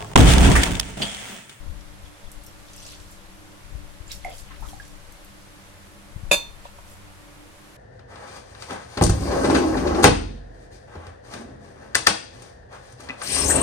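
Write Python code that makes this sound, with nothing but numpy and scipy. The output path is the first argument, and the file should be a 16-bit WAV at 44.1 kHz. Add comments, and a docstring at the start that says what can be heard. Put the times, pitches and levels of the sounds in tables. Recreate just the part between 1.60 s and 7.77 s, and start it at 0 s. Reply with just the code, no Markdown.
"""Steel pot in a quiet kitchen

A pot of water, heard from close by on a hand-held phone, between tiled walls. Last drips tick on
the steel and plip into the water, where trapped bubbles ring, between short trickles. Then steel
knocks on steel with one sharp, rattling clink, and the pot settles. An appliance hums behind it
all, and moving air buffets the left microphone port."""
import sys
import numpy as np
from scipy import signal
from scipy.fft import rfft, irfft
from scipy.io import wavfile
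from scipy.ndimage import uniform_filter1d

SR = 44100
rng = np.random.default_rng(int(sys.argv[2]) if len(sys.argv) > 2 else 0)


def file_out(sig):
    """Save sig as 16-bit WAV at sys.argv[1]."""
    # one column per channel
    cols = np.atleast_2d(sig).T
    # limit, then scale
    lim = np.clip(cols, -1, 1)
    pcm = np.round(lim * 32767).astype(np.int16)
    wavfile.write(sys.argv[1], SR, pcm)


N = 271984
T = np.arange(N) / SR
FREQ = np.maximum(np.arange(N // 2 + 1) * SR / N, 1)
TOP_HZ = 15850  # upper limit of the phone

# Levels are relative within a table; pan_db is left minus right, lead_rad the left port's phase lead.
# spectrum of the kitchen air: frequency_hz, density_db
ROOM_TONE = [(20, -7), (45, -4.5), (80, -31.5), (150, -13.5), (240, -22.5), (330, -20.5), (420, -21.5),
             (580, -17.5), (800, -17.5), (1100, -17.5), (2000, -20.5), (5000, -28.5), (11000, -30),
             (15500, -43.5)]
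# lines of the appliance hum: pitch_hz, width_hz, level_db, pan_db, lead_rad
HUM_LINES = [(80.6, 2.4, -63, -3, -0.56), (95.6, 2, -56.5, -5, -1.2), (132, 15, -62, -2.5, -0.84),
             (197.3, 16.3, -59.5, -4, 0.012), (298.2, 10.2, -57, -3, 1.85), (331, 2.5, -65.5, 2, 0.97),
             (387, 26, -67.5, 35, -0.11), (485.6, 28, -67.5, 10, -0.34), (573.3, 29, -63, 2, -0.63)]
# air moving over the left port: time_s, level_db
DRAUGHT_CURVE = [(0.0, -41.5), (0.08, -35), (0.38, -51), (0.45, -40.5), (0.55, -59), (0.688, -45),
                 (2.03, -55), (2.13, -35.5), (2.27, -44), (2.97, -44.5), (3.04, -35.5), (3.11, -42.5),
                 (3.85, -54.5), (4.38, -52.5), (4.47, -53), (4.64, -35.5), (4.86, -48), (6.17, -58.5)]
# single puffs on that port: centre_s, pitch_hz, level_db
AIR_PUFFS = [(0.064, 39, -28), (0.099, 49, -21), (0.437, 47, -38), (0.661, 15, -30), (0.774, 22, -32.5),
             (1.412, 43, -33.5), (2.155, 55, -24), (2.411, 51, -27), (2.826, 32, -29), (3.035, 26, -30),
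             (4.565, 84, -21.5), (4.637, 83, -24), (4.654, 35, -28.5)]
# spurts of trickling water: crest_s, swell_s, level_db, bubble_pitch_hz
WATER_SPURTS = [(1.274, 0.37, -47, 6000), (1.309, 0.24, -52, 2220), (1.515, 0.065, -49.5, 9200),
                (2.518, 0.039, -39, 4250), (2.552, 0.07, -45, 8060), (2.715, 0.19, -49, 3440),
                (2.785, 0.089, -43.5, 8650), (2.931, 0.14, -52, 2270), (3.097, 0.14, -46.5, 7500),
                (3.242, 0.3, -55, 6900), (5.055, 0.062, -51.5, 4700), (5.18, 0.044, -56, 6470),
                (5.31, 0.12, -50.5, 9100)]
# dull splats of water, and at 1.245 s the pot's lowest mode stirred by the trickle: start_s, level_db,
# centre_hz, t60_s, pan_db
SPLATS = [(1.245, -48, 570, 0.16, 0), (2.52, -41, 2630, 0.056, -6), (2.675, -41, 590, 0.24, 1),
          (2.905, -42, 1480, 0.1, -5), (3.027, -44, 1000, 0.2, -4)]
# droplets ticking on steel: start_s, level_db, centre_hz, pan_db
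DROPLET_TICKS = [(0.209, -42, 5000, 2), (0.452, -46, 3900, 0), (0.7170, -35, 8500, 2),
                 (0.8367, -37.5, 9000, 1), (0.8477, -46, 10500, 1.5), (0.8651, -35.5, 9400, 2),
                 (1.134, -37.5, 6500, 2), (1.1633, -34.5, 8800, 3), (1.265, -33.5, 6300, 0),
                 (1.321, -39, 7200, 0), (1.401, -39.5, 6030, 4), (2.517, -27.5, 5500, -10),
                 (2.5226, -31, 12000, 1), (2.648, -37, 8300, -3), (2.698, -40, 9500, -2),
                 (3.009, -44, 11000, -3), (3.252, -45, 5600, -3), (3.279, -41, 8500, -2),
                 (3.523, -42, 9500, 0), (3.647, -42, 11000, -2)]
# drips that trap a bubble: start_s, pitch_hz, glide_octaves_per_s, level_db, pan_db
BUBBLE_DRIPS = [(0.458, 3470, -12, -45, 2), (0.546, 3500, -4, -49, 0), (0.666, 3460, 1, -46, 0),
                (0.866, 5500, 0, -44, -1), (0.882, 5550, 0, -44, 0), (1.180, 5200, 14, -38, 0),
                (1.201, 6040, 2, -40, 0), (1.229, 8400, 4, -36, 0), (1.289, 4080, -5, -44, 2),
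                (1.331, 3600, 12, -47, 0), (1.349, 5900, -5, -41, 3), (1.368, 4460, 0, -48, 3),
                (2.480, 7260, 0, -36, -3), (2.509, 3920, -8, -33.5, -10), (2.5173, 5560, 0, -30, -2),
                (2.6467, 2148, -4.5, -24.5, -7), (2.650, 746, -0.5, -22, -4), (2.6628, 739, -1, -22, -6),
                (2.716, 694, 2, -36.5, -2), (2.735, 3180, -7, -43, -2), (2.905, 1074, -2, -41, 3),
                (3.023, 816, 19.5, -36, 10), (3.049, 1180, 17, -39, 0), (3.131, 757, 7, -31.5, -7.5),
                (3.199, 1666, -2.5, -30.5, -5), (5.066, 2730, -3, -45, -2)]
# damped modes of the clack: pitch_hz, level_db, t60_s, pan_db, lead_rad
CLACK_MODES = [(185, -32, .14, 0, 0), (323, -32, .1, -2, -.8), (581, -15, .065, 5, -.5),
               (700, -24, .05, 0, 0), (943, -20, .09, -2, -1.6), (1097, -23, .05, 0, 2.6),
               (1705, -26, .05, -4, -3.1), (2291, -33, .07, 8, .6), (2435, -13.5, .058, -3, -.8),
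               (2619, -13, .058, -1, .7), (2795, -26, .09, 5, -.3)]
# ringing modes of the pot: pitch_hz, level_db, t60_s, pan_db, lead_rad
POT_MODES = [(514, -35, .2, 2, 0), (580, -32, .2, 5, -1.2), (617, -30, .22, 0, 0), (1680, -34, .16, -3, 0),
             (2497, -32, .22, -6, -1.1), (2552, -28, .2, 0, 1.2), (2589, -32, .24, -10, .3),
             (2651, -34, .3, 4, -.3), (2688, -34, .24, -2, .4), (3380, -38, .18, 0, 0),
             (3507, -30, .16, 0, .8), (3565, -17, .29, -1, .1), (3610, -26, .37, -3, -.6),
             (3660, -34, .29, -8, -.9), (3767, -22.5, .16, -4, -2.3), (4081, -37, .14, 9, 1.2),
             (4284, -33, .4, 8, 1.0), (4662, -36, .24, 0, 0), (4720, -36, .26, 8, -3.1),
             (4845, -34, .13, 5, -2.2), (4886, -30, .23, -1, -1.8), (5080, -41, .18, 0, 1),
             (5995, -33, .33, -7, -2.0), (6042, -41, .38, -2, .4), (6218, -37, .18, 0, 0),
             (6590, -31, .15, -5, 1.5), (6648, -25.5, .15, 2, .9), (7103, -33, .12, -8, -1.9),
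             (7160, -28, .16, 0, 0), (7214, -36, .2, 0, .5), (7465, -34, .22, -7, 2.3),
             (7745, -31, .15, 2, 2.1), (7925, -35, .2, -3, .2), (8350, -32, .2, -6, -2.6),
             (8422, -31.5, .19, 1, 2.2), (8632, -35, .17, 3, 2.9), (9332, -37, .16, -6, 0),
             (9584, -35, .13, 10, -.5), (9640, -33, .13, 10, 2.6), (9766, -30, .15, -3, -.9),
             (9840, -32.5, .14, -3, -.3), (10400, -39, .16, 0, .1), (10750, -39, .18, 0, .1),
             (10919, -36, .12, 1, .9), (11227, -37, .13, -9, 1.4), (11342, -40, .16, 3, -1),
             (11502, -37, .18, -2, 1.9), (12286, -41, .16, 0, 0), (12364, -42, .15, 3, 2),
             (13084, -42, .15, -3, -1.5), (13221, -42, .16, 0, 1), (13664, -34, .14, -1, -2.4),
             (14308, -45, .16, 0, 0), (15233, -46, .17, 0, 1), (15420, -47, .18, 3, -2.2)]
# spectrum of the clink's dense, quickly fading modes: frequency_hz, density_db
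CRACK_SPECTRUM = [(100, -23), (200, -9.5), (400, -9), (560, -2.5), (750, -2), (1100, -6.5), (2100, -12.5),
                  (2500, 6), (3150, -19), (3700, -2), (4250, -20), (4800, -8), (5500, -17), (6300, -13),
                  (10500, -17), (14000, -29), (15500, -25)]
# the blow and its two bounces: start_s, strength_db
STRIKES = [(4.7146, 0), (4.7288, -4.2), (4.7415, -14)]
GRAZE_S, GRAZE_DB = 4.7122, -5  # a lighter graze comes just before the blow
# two soft knocks as the pot rocks back: start_s, strength_db
SETTLING_KNOCKS = [(5.0535, -12), (5.186, -18)]


def undb(db):
    """Decibels to gain."""
    return 10 ** (np.asarray(db) / 20)


def unit(x):
    """Scale to rms 1."""
    return x / np.sqrt(np.mean(x ** 2))


def fade(t, t60):
    """Exponential decay that starts at t = 0."""
    return (t >= 0) * np.exp(-np.log(1000) * np.maximum(t, 0) / t60)


def add(out, start_s, x):
    """Mix a short sound in at start_s."""
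    i = max(int(start_s * SR), 0)
    out[:, i:i + x.shape[1]] += x[:, :N - i]


def band(x, hz, ratio):
    """Band-pass from hz / ratio to hz * ratio."""
    edges = [hz / ratio, min(hz * ratio, .47 * SR)]
    return signal.sosfilt(signal.butter(2, edges, "band", fs=SR, output="sos"), x)


def colour(points):
    """Gain at every frequency from (frequency_hz, density_db) points."""
    hz, db = np.transpose(points)
    return undb(np.interp(np.log(FREQ), np.log(hz), db))


def pan(db):
    """Left and right gains for a level difference."""
    return undb(np.array([[db], [-db]]) / 2)


def ports(pan_db, lead_rad):
    """Complex gains of a tone at the left and right microphone ports."""
    return pan(pan_db) * np.exp(.5j * lead_rad * np.array([[1], [-1]]))


def tone(t, hz, pan_db, lead_rad):
    """One mode as heard at the two ports."""
    return np.imag(np.exp(2j * np.pi * hz * t) * ports(pan_db, lead_rad))


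def noise_field(gain, alike_hz, lead_s=0):
    """Coloured noise at two ports: alike in the bass, unrelated above alike_hz; the left may lead."""
    mid, side = rfft(rng.standard_normal((2, N)))
    likeness = 1 / (1 + (FREQ / alike_hz) ** 2)
    mid, side = mid * np.sqrt(1 + likeness), side * np.sqrt(1 - likeness)
    spectrum = np.array([mid + side, mid - side]) * gain
    return unit(irfft(spectrum * ports(0, 2 * np.pi * FREQ * lead_s), N))


def room(x, wet_db, t60, dull_hz, gap_s=0.0022):
    """Close tiled walls add a short, dense echo, duller above dull_hz."""
    t = T[:SR // 2]
    response = rng.standard_normal((2, len(t))) * fade(t - gap_s, t60)
    response /= np.sqrt(np.sum(response ** 2) / 2)
    response = signal.sosfilt(signal.butter(2, dull_hz, fs=SR, output="sos"), response)
    return x + undb(wet_db) * signal.fftconvolve(x, response, axes=1)[:, :N]


def kitchen(air_db=-49):
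    """Steady room tone with the narrow, wavering hum lines of an appliance in the background."""
    out = undb(air_db) * noise_field(colour(ROOM_TONE), alike_hz=586, lead_s=0.0002)
    for hz, width_hz, db, pan_db, lead in HUM_LINES:
        line = rfft(rng.standard_normal(N)) / (1 + (2 * (FREQ - hz) / width_hz) ** 2)
        out += undb(db) * unit(irfft(line * ports(pan_db, lead), N))
    return out


def buffeting(gain_db=5, corner_hz=38, low_hz=13, right_db=-20, calm_db=-57):
    """Slow eddies and single push-pull puffs right on the microphone, nearly all on the left port."""
    times, db = np.transpose(DRAUGHT_CURVE)
    draught = undb(np.interp(T, times, db))
    strength = np.sqrt(np.maximum(draught ** 2 - undb(calm_db) ** 2, 0))
    rumble = 1 / (1 + (FREQ / corner_hz) ** 2) / (1 + (low_hz / FREQ) ** 4)
    out = noise_field(rumble, alike_hz=4.5) * strength * undb(gain_db)
    for centre_s, hz, db in AIR_PUFFS:
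        phase = 2 * np.pi * hz * T[:int(2 * SR / hz)] - 2 * np.pi
        add(out, centre_s - 1 / hz, -undb(db) * phase[None] * np.exp((1 - phase ** 2) / 2))
    return out * undb([[0], [right_db]])


def flow(swell_db=20, drain_share=0.69, fizz_db=-63, fizz_hz=5140, fizz_until_s=4.04, fizz_t60_s=1.5):
    """Strength and bubble pitch of the water: spurts swell and drain over a faint fizz that dies away."""
    power = (undb(fizz_db) * fade(np.maximum(T - fizz_until_s, 0), fizz_t60_s)) ** 2
    weighted_pitch = power * fizz_hz
    for crest_s, swell_s, db, hz in WATER_SPURTS:
        from_crest = np.maximum(crest_s - T, (T - crest_s) / drain_share) / swell_s
        spurt = undb(db - swell_db * np.minimum(from_crest, 10)) ** 2
        power += spurt
        weighted_pitch += spurt * hz
    return np.sqrt(power), weighted_pitch / power


def spray(strength, pitch_hz, gain_db=-8, centre_hz=9500, grain_db=-2.0, drops_per_s=5000):
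    """Spray lands as countless faint clicks; the finer the trickle, the more it throws up."""
    lands = rng.random(N) < drops_per_s / SR
    sizes = undb(grain_db * np.minimum(rng.exponential(size=N), 4))
    clicks = unit(band(lands * sizes * rng.standard_normal((2, N)), centre_hz, 1.27))
    return clicks * strength * pitch_hz / centre_hz * undb(gain_db)


def trickle(strength, pitch_hz, spread_octaves=0.55, grain_db=3.0, bubbles_per_s=1700, gain_db=-0.5):
    """Tiny bubbles of uneven size ring for a few cycles; their pitch range and level follow the flow."""
    out, t = np.zeros((2, N)), T[:SR // 80]
    count = int(bubbles_per_s * N / SR)
    for when, radius, angle, size, phase, lead in rng.random((count, 6)):
        scatter = np.sqrt(-2 * np.log(1 - radius)) * np.cos(2 * np.pi * angle)  # bell-shaped
        hz = pitch_hz[int(when * N)] * 2 ** (spread_octaves * scatter)
        if hz < TOP_HZ:
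            gain = undb(grain_db * min(-np.log(1 - size), 4))
            ring = np.exp(2j * np.pi * (hz * t + phase)) * fade(t, t60=32 / hz)
            add(out, when * N / SR, gain * np.imag(ring * ports(0, 2 * np.pi * lead)))
    return unit(out) * strength * undb(gain_db)


def splats(rise_s=0.0015):
    """Water lands dully, or the trickle stirs the pot's lowest mode: a burst of noise in one band that dies
    quickly."""
    out, t = np.zeros((2, N)), T[:SR // 5]
    for start_s, db, hz, t60, pan_db in SPLATS:
        burst = unit(band(rng.standard_normal((2, len(t))), hz, 1.27))
        add(out, start_s, undb(db) * pan(pan_db) * burst * fade(t, t60) * (1 - np.exp(-t / rise_s)))
    return out


def ticks(snap_t60_s=0.007, sizzle_t60_s=0.04, sizzle_db=-8):
    """A droplet snaps on the steel, alike at both ports, and its spray sizzles away."""
    out, t = np.zeros((2, N)), T[:SR // 10]
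    for start_s, db, hz, pan_db in DROPLET_TICKS:
        noise = rng.standard_normal((3, len(t)))
        snap = noise[0] * fade(t, snap_t60_s)
        sizzle = undb(sizzle_db) * noise[1:] * fade(t, sizzle_t60_s)
        tick = band(snap + sizzle, hz, 1.41) / np.std(band(noise, hz, 1.61))
        add(out, start_s, undb(db) * pan(pan_db) * tick)
    return out


def plips(rise_cycles=1.2, t60_at_1khz_s=0.053):
    """Each trapped bubble swells over a few cycles and rings as a short gliding tone."""
    out, t = np.zeros((2, N)), T[:SR // 5]
    for start_s, hz, glide, db, pan_db in BUBBLE_DRIPS:
        t60 = t60_at_1khz_s * np.sqrt(1000 / hz)  # small bubbles die sooner
        phase = 2 * np.pi * np.cumsum(hz * 2 ** (glide * np.minimum(t, t60))) / SR
        envelope = fade(t, t60) * (1 - np.exp(-t * hz / rise_cycles))
        add(out, start_s, undb(db) * pan(pan_db) * np.sin(phase) * envelope)
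    return out


def settling(centre_hz=880, damping_t60_s=0.13):
    """The pot rocks back: soft contacts reach only the low modes of the clack and damp them."""
    out, t = np.zeros((2, N)), T[:SR // 5]
    clack = sum(undb(db) * fade(t, t60) * tone(t, hz, pan_db, lead)
                for hz, db, t60, pan_db, lead in CLACK_MODES)
    for start_s, db in SETTLING_KNOCKS:
        add(out, start_s, undb(db) * band(clack, centre_hz, 1.3) * fade(t, damping_t60_s))
    return out


def struck(t, t60, rise_s):
    """Amplitude of a mode that stores each contact's energy and loses it; t counts from the graze."""
    contacts = [(GRAZE_S, GRAZE_DB), *STRIKES]
    energy = sum((undb(db) * fade(t - (start_s - GRAZE_S), t60)) ** 2 for start_s, db in contacts)
    return uniform_filter1d(np.sqrt(energy), size=16) * (1 - np.exp(-t / rise_s))


def clink(rise_s=0.0002, ring_rise_s=0.0048, ring_db=1.0, ring_t60_scale=0.88, waver=0.0015,
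          treble_db_per_octave=1.0, crack_db=-13, shimmer_db=-32):
    """Steel strikes steel and bounces twice: a rattling clack, then the ring of the pot's modes."""
    out, t = np.zeros((2, N)), T[:SR // 2]
    since_blow = t - (STRIKES[0][0] - GRAZE_S)
    for hz, db, t60, pan_db, lead in CLACK_MODES:
        add(out, GRAZE_S, undb(db) * struck(t, t60, rise_s) * tone(since_blow, hz, pan_db, lead))
    for hz, db, t60, pan_db, lead in POT_MODES:
        # a hard contact favours the high modes
        hardness_db = treble_db_per_octave * max(np.log2(hz / 4000), 0)
        envelope = undb(db + ring_db + hardness_db) * struck(t, t60 * ring_t60_scale, ring_rise_s)
        # the water makes each mode waver, so close pairs beat unevenly
        wobble = unit(uniform_filter1d(rng.standard_normal(len(t)), size=400))
        drift_s = waver * np.cumsum(wobble) / SR
        offset_s = rng.random() * (hz > 4000) / hz  # high modes start out of step
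        add(out, GRAZE_S, envelope * tone(since_blow + drift_s + offset_s, hz, pan_db, lead))
    # each contact gives a short broadband crack
    spectrum = colour(CRACK_SPECTRUM)
    crack = noise_field(spectrum, alike_hz=497)[:, :len(t)]
    add(out, GRAZE_S, undb(crack_db) * crack * struck(t, t60=0.09, rise_s=rise_s))
    # a scatter of weak, uneven high modes shimmers on after it
    is_mode = (rng.random(len(FREQ)) < 200 / len(FREQ)) & (FREQ > 6000)
    weak_modes = is_mode * undb(rng.uniform(-6, 6, len(FREQ)))
    shimmer = noise_field(spectrum * weak_modes, alike_hz=497)[:, :len(t)]
    add(out, GRAZE_S, undb(shimmer_db) * shimmer * struck(t, t60=0.29, rise_s=ring_rise_s))
    return out


def scene():
    """Water and steel with their wall echoes, over the room tone and the air on the microphone."""
    strength, pitch_hz = flow()
    water = plips() + ticks() + splats() + trickle(strength, pitch_hz) + spray(strength, pitch_hz)
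    steel = room(clink() + settling(), wet_db=-11, t60=0.32, dull_hz=3000)
    return room(water, wet_db=-2.5, t60=0.19, dull_hz=14400) + steel + kitchen() + buffeting()


def record(dry):
    """The phone rounds the highest peaks and cuts the top."""
    low_pass = signal.ellip(10, .2, 80, TOP_HZ, fs=SR, output="sos")
    return signal.sosfilt(low_pass, np.tanh(dry))


dry = scene()
out = record(dry)
file_out(out)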